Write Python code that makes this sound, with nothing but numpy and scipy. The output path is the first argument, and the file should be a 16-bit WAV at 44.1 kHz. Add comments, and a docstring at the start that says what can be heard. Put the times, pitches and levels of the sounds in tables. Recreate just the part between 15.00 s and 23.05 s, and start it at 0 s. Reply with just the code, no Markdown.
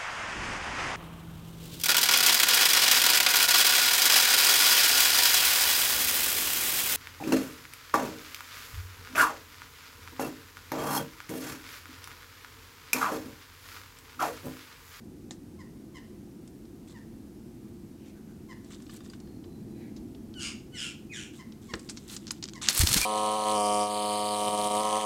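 """Magpies and a crow call and forage in a walled garden: short falling notes, then three harsh squawks.
Each voice is a buzzing tone from the bird's voice box (the syrinx), shaped by its throat.
Claws and beaks tick, twigs snap and feet scuff in dry leaves. At the end a bird flaps off very close by:
its feathers crackle and puffs of air hit the microphone. Faint birds call far away, and distant
traffic hums under it all."""
import sys
import numpy as np
from scipy import signal
from scipy.fft import rfft, irfft, next_fast_len
from scipy.io import wavfile
from scipy.ndimage import uniform_filter1d

SR = 44100
rng = np.random.default_rng(int(sys.argv[2]) if len(sys.argv) > 2 else 0)


def log_audio(samples):
    """Write samples as a 16-bit WAV file to the path given in sys.argv[1]."""
    # one column per channel
    frames = np.atleast_2d(samples).T
    # limit to full scale, then quantise
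    limited = np.clip(frames, -1, 1)
    pcm = np.round(limited * 32767).astype(np.int16)
    wavfile.write(sys.argv[1], SR, pcm)


N = 355049
TIME = np.arange(N) / SR
CUTOFF_HZ = 15900

# Squawking voices; where two overlap, both sides of the syrinx sound. Each row: start, rise time and
# length in seconds, pitch before and after the dive in Hz, dive time in seconds, level in dB,
# seconds until the voice breaks, final roughness from 0 to 1.
SQUAWK_VOICES = [(5.339, 0.13, 0.22, 1563, 1466, 0.038, -38, 0.057, 0.88),
                 (5.393, 0.024, .15, 1730, 1175, 0.047, -41.5, .008, 0.65),
                 (5.718, 0.12, 0.24, 1500, 1557, 0.069, -38.5, 0.056, 0.9),
                 (5.733, 0.073, 0.19, 2225, 1440, 0.055, -40.5, 0.024, 0.46),
                 (6.109, 0.02, 0.13, 2400, 1540, 0.038, -44.5, 0.016, .52),
                 (6.093, 0.022, 0.06, 2520, 2500, 0.097, -46.5, 0.061, 0.3),
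                 (6.127, 0.035, 0.18, 1810, 1457, 0.063, -45, 0.011, 0.94),
                 (8.011, 0.0066, 0.054, 2446, 2090, 0.067, -32, .025, 0.46)]
# One throat for each voice above. Each resonance: centre in Hz, half width in Hz, level in dB.
SQUAWK_RESONANCES = [
    [(1500, 1600, -21), (2900, 260, -.5), (4920, 350, -3), (6650, 260, -1), (8600, 990, -7.5)],
    [(2270, 130, -5), (2890, 320, -2.5), (5000, 400, -4.5), (7200, 1600, -7)],
    [(2470, 230, -4.5), (3130, 450, -0.5), (5300, 140, -4), (7100, 820, -7), (9100, 1300, -15)],
    [(1880, 220, -21), (2980, 270, 1), (5130, 180, 2), (7600, 1200, -6)],
    [(2150, 330, -1), (3300, 220, -4), (5600, 220, -5), (7150, 1000, -5)],
    [(2500, 370, 6), (5100, 400, -20)],
    [(2400, 170, 3.5), (3080, 470, 3), (5800, 220, -3), (6800, 460, -2), (8600, 1400, -8)],
    [(2400, 500, 2), (4900, 600, -14)],
]
# Short notes. Each row: start and length in seconds, first pitch in Hz, level in dB, roughness near
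# the middle from 0 to 1, brightness in dB per octave, boost of the upper throat resonance in dB.
FALLING_NOTES = [(0.582, 0.054, 1089, -53.5, 0.35, 0.5, -7), (0.941, 0.057, 1075, -49.5, 0.3, 2.5, 7),
                 (1.937, 0.06, 1014, -54, 0.17, -0.5, -1), (3.484, 0.06, 1082, -49.5, 0.28, 0.5, -1),
                 (6.383, 0.048, 1120, -50, 0.3, 2, 2), (6.684, 0.05, 1120, -48.5, 0.26, 1, 2),
                 (7.542, 0.054, 1102, -48, 0.3, 2.5, -4)]
# The throat that shapes those notes. Each row: frequency in Hz, level in dB.
NOTE_THROAT_COLOUR = [(500, -38), (900, -6.5), (1060, 0), (1350, -16), (1900, 2.5), (2150, -4.5),
                      (2500, -22), (2880, -9.5), (3300, -14), (4200, -17.5), (5000, -11), (6000, -16.5),
                      (7000, -16), (11000, -30)]

# Wing strokes; the first only brushes past. Each row: peak time and half width in seconds, level in dB.
WING_STROKES = [(7.135, 0.023, -45.5), (7.699, 0.0085, -26), (7.783, 0.028, -29.5), (7.8135, 0.007, -20.5),
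                (7.836, 0.0038, -29), (7.872, 0.0038, -24.5), (7.89, 0.012, -28.5), (7.917, .006, -26),
                (7.943, 0.0093, -26), (7.975, 0.01, -22), (8.015, 0.028, -31)]
# The tone of rustling feathers. Each row: frequency in Hz, level in dB.
FEATHER_TONE = [(240, -44), (400, -3.5), (826, -4), (1040, -1), (1160, -6), (1290, -4), (2840, -2.5),
                (3900, -1.5), (4280, 4.5), (4750, -1), (5250, 1.5), (5800, -1), (8500, 0), (9300, 0),
                (10000, -4), (13300, -6), (16000, -15)]
# Stiff quills snapping against each other. Each row: start in seconds, peak in dB, centre in Hz.
QUILL_SNAPS = [(7.7295, -17, 7500), (7.7495, -14, 11500), (7.777, -7, 11000), (7.782, -16, 10000),
               (7.7932, -1.5, 9100), (7.818, -14, 4870), (7.834, -14, 11000), (7.8723, -5, 4800),
               (7.893, -16, 9000), (7.9293, -4, 8100), (7.931, -6.5, 4350), (7.939, -6, 7000),
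               (7.9422, -7, 9800), (7.9435, -4, 5000), (8.015, -8, 7600)]
# Air from the wings. Each row: peak time and half width in seconds, level in dB, top frequency in Hz.
AIR_PUFFS = [(7.807, 0.0074, -20, 100), (7.836, 0.014, -21.5, 95), (7.841, 0.0032, -21, 300),
             (7.914, 0.015, -33.5, 169), (7.965, 0.005, -24, 305), (7.99, 0.023, -35.5, 80.5)]

# Claws and beaks on twigs and stone. Each row: start in seconds, level in dB, centre in Hz,
# fade time in seconds.
CLAW_TICKS = [(.311, -41.5, 5800, 0.018), (1.476, -45.5, 6360, .0046), (1.653, -53, 4020, .004),
              (3.646, -47, 6000, 0.0032), (3.822, -46.5, 6600, .0044), (3.866, -48, 3770, .0037),
              (3.937, -45, 10500, .004), (3.964, -42, 8500, .0059), (4.100, -45, 6450, 0.0047),
              (4.202, -45, 5540, .003), (4.441, -47.5, 3500, 0.0038), (4.964, -46.5, 4640, 0.014),
              (5.148, -47.5, 3870, 0.0052), (5.340, -40, 3700, 0.0021), (6.522, -44, 4100, .004),
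              (6.7355, -37, 5460, .003), (6.7372, -25, 1470, 0.007), (6.7385, -22.5, 3900, 0.0024),
              (6.749, -40, 6500, .0012), (6.754, -33, 6200, .0012), (6.794, -39, 6000, 0.0057),
              (6.890, -31.5, 4230, .004), (6.896, -29.5, 6200, 0.011), (6.966, -44, 5000, .003),
              (6.972, -34.5, 5000, 0.009), (7.098, -35, 3970, .0048), (7.165, -27, 5600, 0.0048),
              (7.269, -29, 4870, .0013), (7.278, -35, 4870, 0.01), (7.3075, -19.5, 5100, 0.0014),
              (7.3094, -15.5, 5700, 0.00075), (7.315, -28.5, 8500, 0.003), (7.4264, -26.5, 4770, 0.0044),
              (7.4385, -24, 4800, 0.00054), (7.4404, -22.5, 5600, 0.0011), (7.455, -27, 4520, 0.00096),
              (7.479, -34, 4900, .00083), (7.487, -25, 5100, 0.00082), (7.495, -33, 5200, 0.00092),
              (7.535, -29, 5100, 0.00097), (7.556, -35, 5000, 0.0009), (7.6864, -1.5, 5000, 0.0015)]
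# Brittle twigs. Each row: start in seconds, level in dB, pitch in Hz, rise and fade times in seconds.
TWIG_SNAPS = [(4.0985, -42, 4760, .001, 0.0046), (7.3088, -26, 5100, 0.00079, 0.00069),
              (7.4398, -24, 5000, 0.00044, 0.00079), (7.6865, -1.5, 5250, 0.00071, 0.00032),
              (7.6865, -17, 1420, 0.00076, 0.00082)]
# The ringing tones of a chip of stone. Each row: pitch in Hz, level in dB, seconds to fade by 60 dB.
STONE_TONES = [(780, -8, 0.016), (1820, -18.5, 0.049), (2060, -21, .04), (3800, 3, 0.0057),
               (6960, 1.5, 0.0068), (8200, -19, 0.017)]
# The crow's steps on a piece of wood. Each row: start in seconds, level in dB.
WOOD_STEPS = [(0.309, -54), (3.80, -53), (3.894, -44.5), (3.942, -52), (4.004, -50), (4.059, -49.5),
              (4.099, -52.5), (4.133, -43), (4.272, -54), (4.442, -54)]
# The ringing tones of that wood. Each row: pitch in Hz, level in dB, seconds to fade by 60 dB.
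WOOD_TONES = [(1120, 1, 0.031), (1500, 1, 0.022), (1795, 0.5, 0.029), (2900, -1, 0.017), (3600, -7, 0.038),
              (4800, -4.5, .034), (6900, -5, .012)]
# Heavier landings. Each row: start in seconds, level in dB, top frequency in Hz, fade time in seconds.
LANDINGS = [(0.308, -45.5, 547, 0.012), (6.737, -32.5, 410, 0.021)]
# Feet in dry leaves. Each row: start and length in seconds, level in dB, boost of the top treble in dB.
LEAF_SCUFFS = [(1.873, 0.054, -59.5, 3), (3.057, 0.046, -65, 1), (3.654, 0.51, -66.5, 8),
               (3.704, 0.048, -55, 3), (3.9, 0.075, -61, 12), (4.04, 0.023, -63, 3),
               (6.332, 0.061, -59, 10), (6.616, 0.77, -62.5, 9), (7.076, 0.073, -54, 13),
               (7.614, 0.11, -36, -21)]
# The tone of the scuffing rustle, with its top treble turned down. Each row: frequency in Hz, level in dB.
SCUFF_TONE = [(300, -21), (1000, 2.5), (1800, 0), (2500, -0.5), (3700, 5.5), (5000, -1.5), (7700, 3.5),
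              (10000, -11), (16000, -22)]

# A small bird far away. Each row: start and length in seconds, first pitch in Hz, level in dB.
FAR_WHISTLES = [(4.158, 0.26, 4340, -74), (4.42, 0.19, 4080, -76), (4.66, 0.2, 4060, -77)]
# Hoarse calls beyond the wall. Each row: start and length in seconds, level in dB, middle pitch in Hz.
CAWS = [(2.635, 0.053, -71.5, 1156), (2.96, 0.18, -72, 2690), (3.14, .05, -70, 1550),
        (3.26, .06, -71, 1540), (4.722, 0.19, -68, 2200)]
# The throat that shapes those calls. Each row: multiple of the middle pitch, level in dB.
CAW_THROAT = [(.4, -24), (.75, -4), (1, -5), (1.3, -9), (3, -17)]
# The tones of the traffic and of the hiss. Each row: frequency in Hz, level in dB.
TRAFFIC_TONE = [(15, -69), (25, -13), (86, -6), (107, -4.5), (177, -6), (216, 1), (262, -4.5), (350, -3.5),
                (426, -16.5), (525, -20.5), (560, -27.5), (659, -25), (840, -28), (1040, -34.5),
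                (1200, -54), (1560, -66), (2640, -120)]
HISS_TONE = [(530, -16), (900, -8), (1160, -0.5), (1570, -3), (3380, -7.5), (4010, -7), (5100, -6.5),
             (14200, -10), (16000, -17)]


def squawks(clean_roughness=0.12, break_width_s=0.0116, sag_hz_per_s=900, rattle_hz=115.1):
    """Each voice opens as an almost clean whistle, then breaks into a sputtering rasp."""
    out = np.zeros(N)
    for row, throat in zip(SQUAWK_VOICES, SQUAWK_RESONANCES):
        start, attack, length, first_hz, last_hz, dive_s, db, break_s, roughness = row
        age = np.arange(int(length * SR)) / SR
        fade = np.clip((length - age) / (0.52 * length), 0, 1) ** 1.24
        swell = np.clip(age / attack, 0, 1) * fade
        dive = np.exp(-(age / dive_s) ** 1.6)   # lingers, then moves fast
        pitch_hz = last_hz + (first_hz - last_hz) * dive - sag_hz_per_s * age
        broken = 1 / (1 + np.exp((break_s - age) / break_width_s))
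        rough = clean_roughness + (roughness - clean_roughness) * broken
        voice = syrinx(pitch_hz, rough, jitter=.085 * rough, wobble=.055, rasp=.28, purity=1.4)
        rattle = np.cos(phase_of(rattle_hz * (1 + 0.28 * low_noise(110, len(age)))))
        voice *= 1 + .55 * rough * rattle
        add(out, start, from_db(db) * swell * even(sinking_throat(voice, throat), size=600))
    return out


def notes(fall_share=.24, hoarseness=0.59, upper_hz=2900, upper_width_hz=320):
    """Each short note swells and fades while its pitch slides down and the voice frays."""
    out = np.zeros(N)
    hz, throat_db = np.transpose(NOTE_THROAT_COLOUR)
    for start, length, first_hz, db, roughness, bright_db, boost_db in FALLING_NOTES:
        progress = np.linspace(0, 1, round(length * SR))
        pitch_hz = first_hz * (1 - fall_share * progress ** 1.55)
        rough = roughness * (.4 + 1.3 * progress)
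        voice = syrinx(pitch_hz, rough, jitter=.09, wobble=.06, rasp=.7, purity=.2)
        voice *= 1 + hoarseness * (.4 + progress) * low_noise(170, len(progress))
        tilt_db = bright_db * np.log2(hz / first_hz)
        upper_db = boost_db / (1 + ((hz - upper_hz) / upper_width_hz) ** 2)
        voice = colour(voice, np.c_[hz, throat_db + tilt_db + upper_db])
        add(out, start, from_db(db) * np.sin(np.pi * progress) * even(voice, size=600))
    return out


def syrinx(pitch_hz, rough, jitter, wobble, rasp, purity):
    """The voice box makes a stack of overtones; the rougher it is, the brighter, shakier and airier."""
    n = len(pitch_hz)
    quiver = (.007 + jitter * rough) * low_noise(450, n)
    lurch = wobble * rough * low_noise(90, n)
    phase = phase_of(pitch_hz * (1 + quiver + lurch))
    slope = purity * (1 - np.clip(rough, 0, 1))
    stack = sum(np.cos(k * phase) / k ** slope * (k * pitch_hz < CUTOFF_HZ) for k in range(1, 11)) / 2
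    doubling = 0.18 * np.cos(phase / 2)   # every other cycle is stronger
    strength = 1 + rough * (0.89 * low_noise(600, n) + doubling)
    air = rasp * rough * rng.standard_normal(n) * (1 + np.cos(phase))   # one rasp in each cycle
    return stack * strength + air


def sinking_throat(voice, throat, fall_share=0.09, wander=.035, valley_db=-28, shapes=12):
    """The throat's resonances waver and slide down as it blends from one shape to the next."""
    out, hz = 0, np.geomspace(200, CUTOFF_HZ, 200)
    # a small beak lets out neither bass nor the highest treble
    beak = 1 / np.hypot(1, (hz / 11000) ** 5) / np.hypot(1, (1000 / hz) ** 2)
    stage = np.linspace(0, shapes - 1, len(voice))
    for k, sink in enumerate(fall_share * np.linspace(.5, -.5, shapes)):
        shifts = sink + wander * rng.standard_normal(len(throat))
        gain = from_db(valley_db)
        for (centre, width, db), shift in zip(throat, shifts):
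            moved_hz = centre * (1 + shift * min(1, (3000 / centre) ** 2))   # low ones move most
            gain = gain + from_db(db) / (1 + ((hz - moved_hz) / width) ** 2)
        blend = np.maximum(1 - np.abs(stage - k), 0)
        out += blend * colour(voice, np.c_[hz, 20 * np.log10(gain * beak)])
    return out


def wings(flutter_db=-33.5, takeoff_s=7.69, rise_s=0.09):
    """Each stroke is a swell of feather noise; after take-off the feathers also rustle in between."""
    flutter = from_db(flutter_db) * np.clip((TIME - takeoff_s) / rise_s, 0, 1)
    power = flutter ** 2 + sum((from_db(db) * bell(s, width)) ** 2 for s, width, db in WING_STROKES)
    return np.sqrt(power) * rustle(FEATHER_TONE, grains_per_s=7000, swish=1.0)


def quills(barbs_per_s=9000, barb_db=-4, fade_s=0.0013, broad_db=-9):
    """A quill snaps and drags a dying run of tiny barb slips after it, coloured by the shaft."""
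    out, age = np.zeros(N), np.arange(512) / SR
    grid = (len(QUILL_SNAPS), len(age))
    for (start, db, hz), luck, size in zip(QUILL_SNAPS, rng.random(grid), rng.standard_normal(grid)):
        slips = from_db(barb_db) * size * (luck < barbs_per_s / SR) * np.exp(-age / fade_s)
        slips[0] = 1   # the snap itself
        shaft = signal.lfilter(*signal.iirpeak(hz, Q=2.4, fs=SR), slips)
        snap = shaft + from_db(broad_db) * np.diff(slips, prepend=0) / 2
        add(out, start, from_db(db) * snap / np.abs(snap).max())
    return out


def puffs():
    """The wings push lumps of swirling air over the microphone."""
    return sum(from_db(db) * bell(s, width) * even(low_noise(hz, order=5), size=800)
               for s, width, db, hz in AIR_PUFFS)


def ticks(band_ratio=1.42, broad_db=-8.5, crumble_db=-20.5, crumble_s=0.011, attack_s=0.0001):
    """A claw or beak strikes: a short crack, strongest in one band, with a crumbling tail."""
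    out, age = np.zeros(N), np.arange(4096) / SR
    for start, db, hz, fade_s in CLAW_TICKS:
        grit = rng.standard_normal((2, len(age)))
        band = filtered(grit[0], 4, [hz / band_ratio, min(hz * band_ratio, CUTOFF_HZ)], "band")
        broad = filtered(grit[1], 4, [min(800, hz / 2), min(hz * np.sqrt(2), CUTOFF_HZ)], "band")
        crack = even(band + from_db(broad_db) * broad, size=48)
        fade = np.exp(-np.maximum(age - attack_s, 0) / fade_s)
        crumble = from_db(crumble_db) * np.exp(-age / crumble_s)
        add(out, start, from_db(db) * crack * np.minimum(age / attack_s, 1) * (fade + crumble) / 2)
    return out


def twigs():
    """A twig cracks within a millisecond and rings very briefly at one pitch."""
    out, age = np.zeros(N), np.arange(SR // 20) / SR
    for start, db, hz, rise_s, fade_s in TWIG_SNAPS:
        shape = np.minimum(age / rise_s, 1) ** 2 * np.exp(-np.maximum(age - rise_s, 0) / fade_s)
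        add(out, start, from_db(db) * shape * np.sin(2 * np.pi * hz * age))
    return out


def peck(start_s=.3089, level_db=-29, attack_s=0.00046):
    """One hard peck makes a chip of stone clink."""
    out, age = np.zeros(N), np.arange(SR // 10) / SR
    clink = sum(ring(age, hz, level_db + db, ring_s) for hz, db, ring_s in STONE_TONES)
    add(out, start_s, clink * np.minimum(age / attack_s, 1))
    return out


def knocks(uneven_db=2, scrape_db=-7, scrape_s=0.0094, attack_s=0.0034):
    """Each step scrapes the wood and loads it differently, so it rings with new pitches and strengths."""
    out, age = np.zeros(N), np.arange(4096) / SR
    chances = rng.standard_normal((len(WOOD_STEPS), len(WOOD_TONES), 2))
    for (start, db), chance in zip(WOOD_STEPS, chances):
        scrape = rms_one(filtered(rng.standard_normal(len(age)), 2, [900, 5000], "band"))
        step = from_db(scrape_db) * np.exp(-age / scrape_s) * scrape
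        for (hz, tone_db, ring_s), (luck, load) in zip(WOOD_TONES, chance):
            step += ring(age, hz * (1 + .025 * load), tone_db + uneven_db * luck, ring_s)
        add(out, start, from_db(db) * step * np.minimum(age / attack_s, 1))
    return out


def thuds():
    """Soft ground swallows a landing in a few dull cycles."""
    out = np.zeros(N)
    for start, db, hz, fade_s in LANDINGS:
        fade = (TIME > start) * np.exp(-np.abs(TIME - start) / fade_s)
        out += from_db(db) * fade * even(low_noise(hz, order=4), size=400)
    return out


def scuffs(attack_s=0.0024, settle_s=0.0074, crisp_above_hz=11100):
    """Leaves rustle as long as a foot drags, then settle; some scuffs are crisp on top."""
    scuffing = rustle(SCUFF_TONE, grains_per_s=1500, swish=0.6)
    body, top = (filtered(scuffing, 3, crisp_above_hz, kind) for kind in ("low", "high"))
    out = np.zeros(N)
    for start, length, db, crisp_db in LEAF_SCUFFS:
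        rise = np.clip((TIME - start) / attack_s, 0, 1)
        settle = np.exp(-np.clip((TIME - start - length) / settle_s, 0, 20))
        out += from_db(db) * rise * settle * (body + from_db(crisp_db) * top)
    return out


def rustle(tone, grains_per_s, swish, spread_db=2.8, bands=10):
    """Dry surfaces slip over each other: tiny snaps of many sizes and pitches on a smooth swish."""
    sizes = from_db(spread_db * np.minimum(rng.exponential(1, N), 4)) * rng.choice([-1, 1], N)
    clicks = sizes * (rng.random(N) < grains_per_s / SR)
    band_of_click = rng.integers(0, bands, N)
    snaps = sum(signal.lfilter(*signal.iirpeak(hz, Q=4.4, fs=SR), clicks * (band_of_click == k) + 1e-18)
                for k, hz in enumerate(np.geomspace(1200, 14000, bands)))
    return even(colour(rms_one(snaps) + swish * rng.standard_normal(N), tone), size=600)


def far_whistles(sag_hz_per_s=600):
    """A small bird gives three thin, wavering whistles that sink a little."""
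    out, waver = np.zeros(N), 1 + 0.014 * low_noise(70)
    for start, length, hz, db in FAR_WHISTLES:
        age = np.clip(TIME - start, 0, length)
        pitch_hz = (hz - sag_hz_per_s * age) * waver
        out += from_db(db) * np.sin(np.pi * age / length) * np.sin(phase_of(pitch_hz))
    return out


def far_caws(fall_share=0.2):
    """Rough voices give faint, falling calls beyond the wall."""
    out = np.zeros(N)
    for start, length, db, hz in CAWS:
        progress = np.linspace(0, 1, round(length * SR))
        pitch_hz = hz * (1 + fall_share * (.5 - progress))
        voice = syrinx(pitch_hz, rough=.8, jitter=0.049, wobble=.1, rasp=.7, purity=0.94)
        throat = [(multiple * hz, level) for multiple, level in CAW_THROAT]
        add(out, start, from_db(db) * np.sin(np.pi * progress) * rms_one(colour(voice, throat)))
    return out


def traffic(steady_db=-46, vehicle_db=-45, vehicle_s=4.83):
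    """Distant traffic hums steadily and swells once as a vehicle goes by."""
    level = np.hypot(from_db(steady_db), from_db(vehicle_db) * bell(vehicle_s, half_width_s=0.59))
    return level * rms_one(colour(rng.standard_normal(N), TRAFFIC_TONE))


def hiss(level_db=-65):
    """A faint, even hiss lies behind everything."""
    return from_db(level_db) * rms_one(colour(rng.standard_normal(N), HISS_TONE))


def garden(x, echo_db, ring_s=0.3, first_echo_s=0.0054, dull_hz=5000):
    """Walls and shrubs throw back scattered, duller echoes."""
    age = np.arange(SR // 2) / SR
    echoes = rng.standard_normal(len(age)) ** 3 * from_db(-60 * age / ring_s) * (age > first_echo_s)
    echoes = filtered(echoes / np.linalg.norm(echoes), 1, dull_hz, "low")
    return x + from_db(echo_db) * signal.fftconvolve(x, echoes)[:N]


def from_db(db):
    """Turn decibels into a number to multiply by."""
    return 10 ** (np.asarray(db) / 20)


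def rms_one(x):
    """Scale a sound so that its average level (rms) is 1."""
    return x / np.sqrt(np.mean(x ** 2) + 1e-20)


def even(x, size):
    """Hold the level near 1 over every stretch of size samples."""
    return x / np.sqrt(np.abs(uniform_filter1d(x * x, size)) + 1e-9)


def filtered(x, order, hz, kind):
    """Keep the lows, the highs or a band; a higher order cuts more steeply."""
    return signal.sosfilt(signal.butter(order, hz, kind, fs=SR, output="sos"), x)


def colour(x, points):
    """Shape the tone of a sound to follow rows of frequency in Hz and level in dB."""
    size = 2 * next_fast_len(len(x) // 2 + 8192)
    hz, db = np.transpose(points)
    log_hz = np.log(np.arange(size // 2 + 1) * SR / size + 1)
    cepstrum = irfft(np.log(from_db(np.interp(log_hz, np.log(hz), db))))
    # this fold makes the filter ring only after a sound, never before it
    cepstrum[1:size // 2] *= 2
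    cepstrum[size // 2 + 1:] = 0
    return irfft(rfft(x, size) * np.exp(rfft(cepstrum)))[:len(x)]


def low_noise(top_hz, size=N, order=3):
    """Noise with a level near 1 and little above top_hz."""
    return rms_one(filtered(rng.standard_normal(size + SR // 2), order, top_hz, "low"))[-size:]


def phase_of(hz):
    """The running angle of a wave whose frequency changes."""
    return 2 * np.pi * np.cumsum(hz) / SR


def ring(age, hz, db, ring_s):
    """A struck tone that fades by 60 dB in ring_s seconds."""
    return from_db(db - 60 * age / ring_s) * np.sin(2 * np.pi * hz * age)


def bell(peak_s, half_width_s):
    """A smooth swell that reaches 1 at peak_s."""
    return np.exp(-((TIME - peak_s) / half_width_s) ** 2 / 2)


def add(out, start_s, sound):
    """Mix a sound into out from start_s on."""
    part = out[round(start_s * SR):][:len(sound)]
    part += sound[:len(part)]


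def scene():
    """The calls echo around the garden; the nearby feet and wings hardly echo at all."""
    calls = garden(notes(), echo_db=-3.5, ring_s=.52)
    calls += garden(squawks(), echo_db=-1.0, ring_s=0.32, dull_hz=4270)
    calls += garden(far_whistles() + far_caws(), echo_db=6)
    foraging = ticks() + twigs() + peck() + knocks() + thuds() + scuffs()
    near = garden(foraging + wings() + quills(), echo_db=-17.0)
    return (calls + near + puffs() + traffic() + hiss())[None]


def record(dry):
    """Shed the deepest bass, round off the highest peaks and cut the very top of the treble."""
    trimmed = filtered(dry, 1, 14, "high")
    rounded = .7 * np.tanh(trimmed / .7)
    return signal.sosfilt(signal.ellip(10, .2, 80, CUTOFF_HZ, fs=SR, output="sos"), rounded)


dry = scene()
out = record(dry)
log_audio(out)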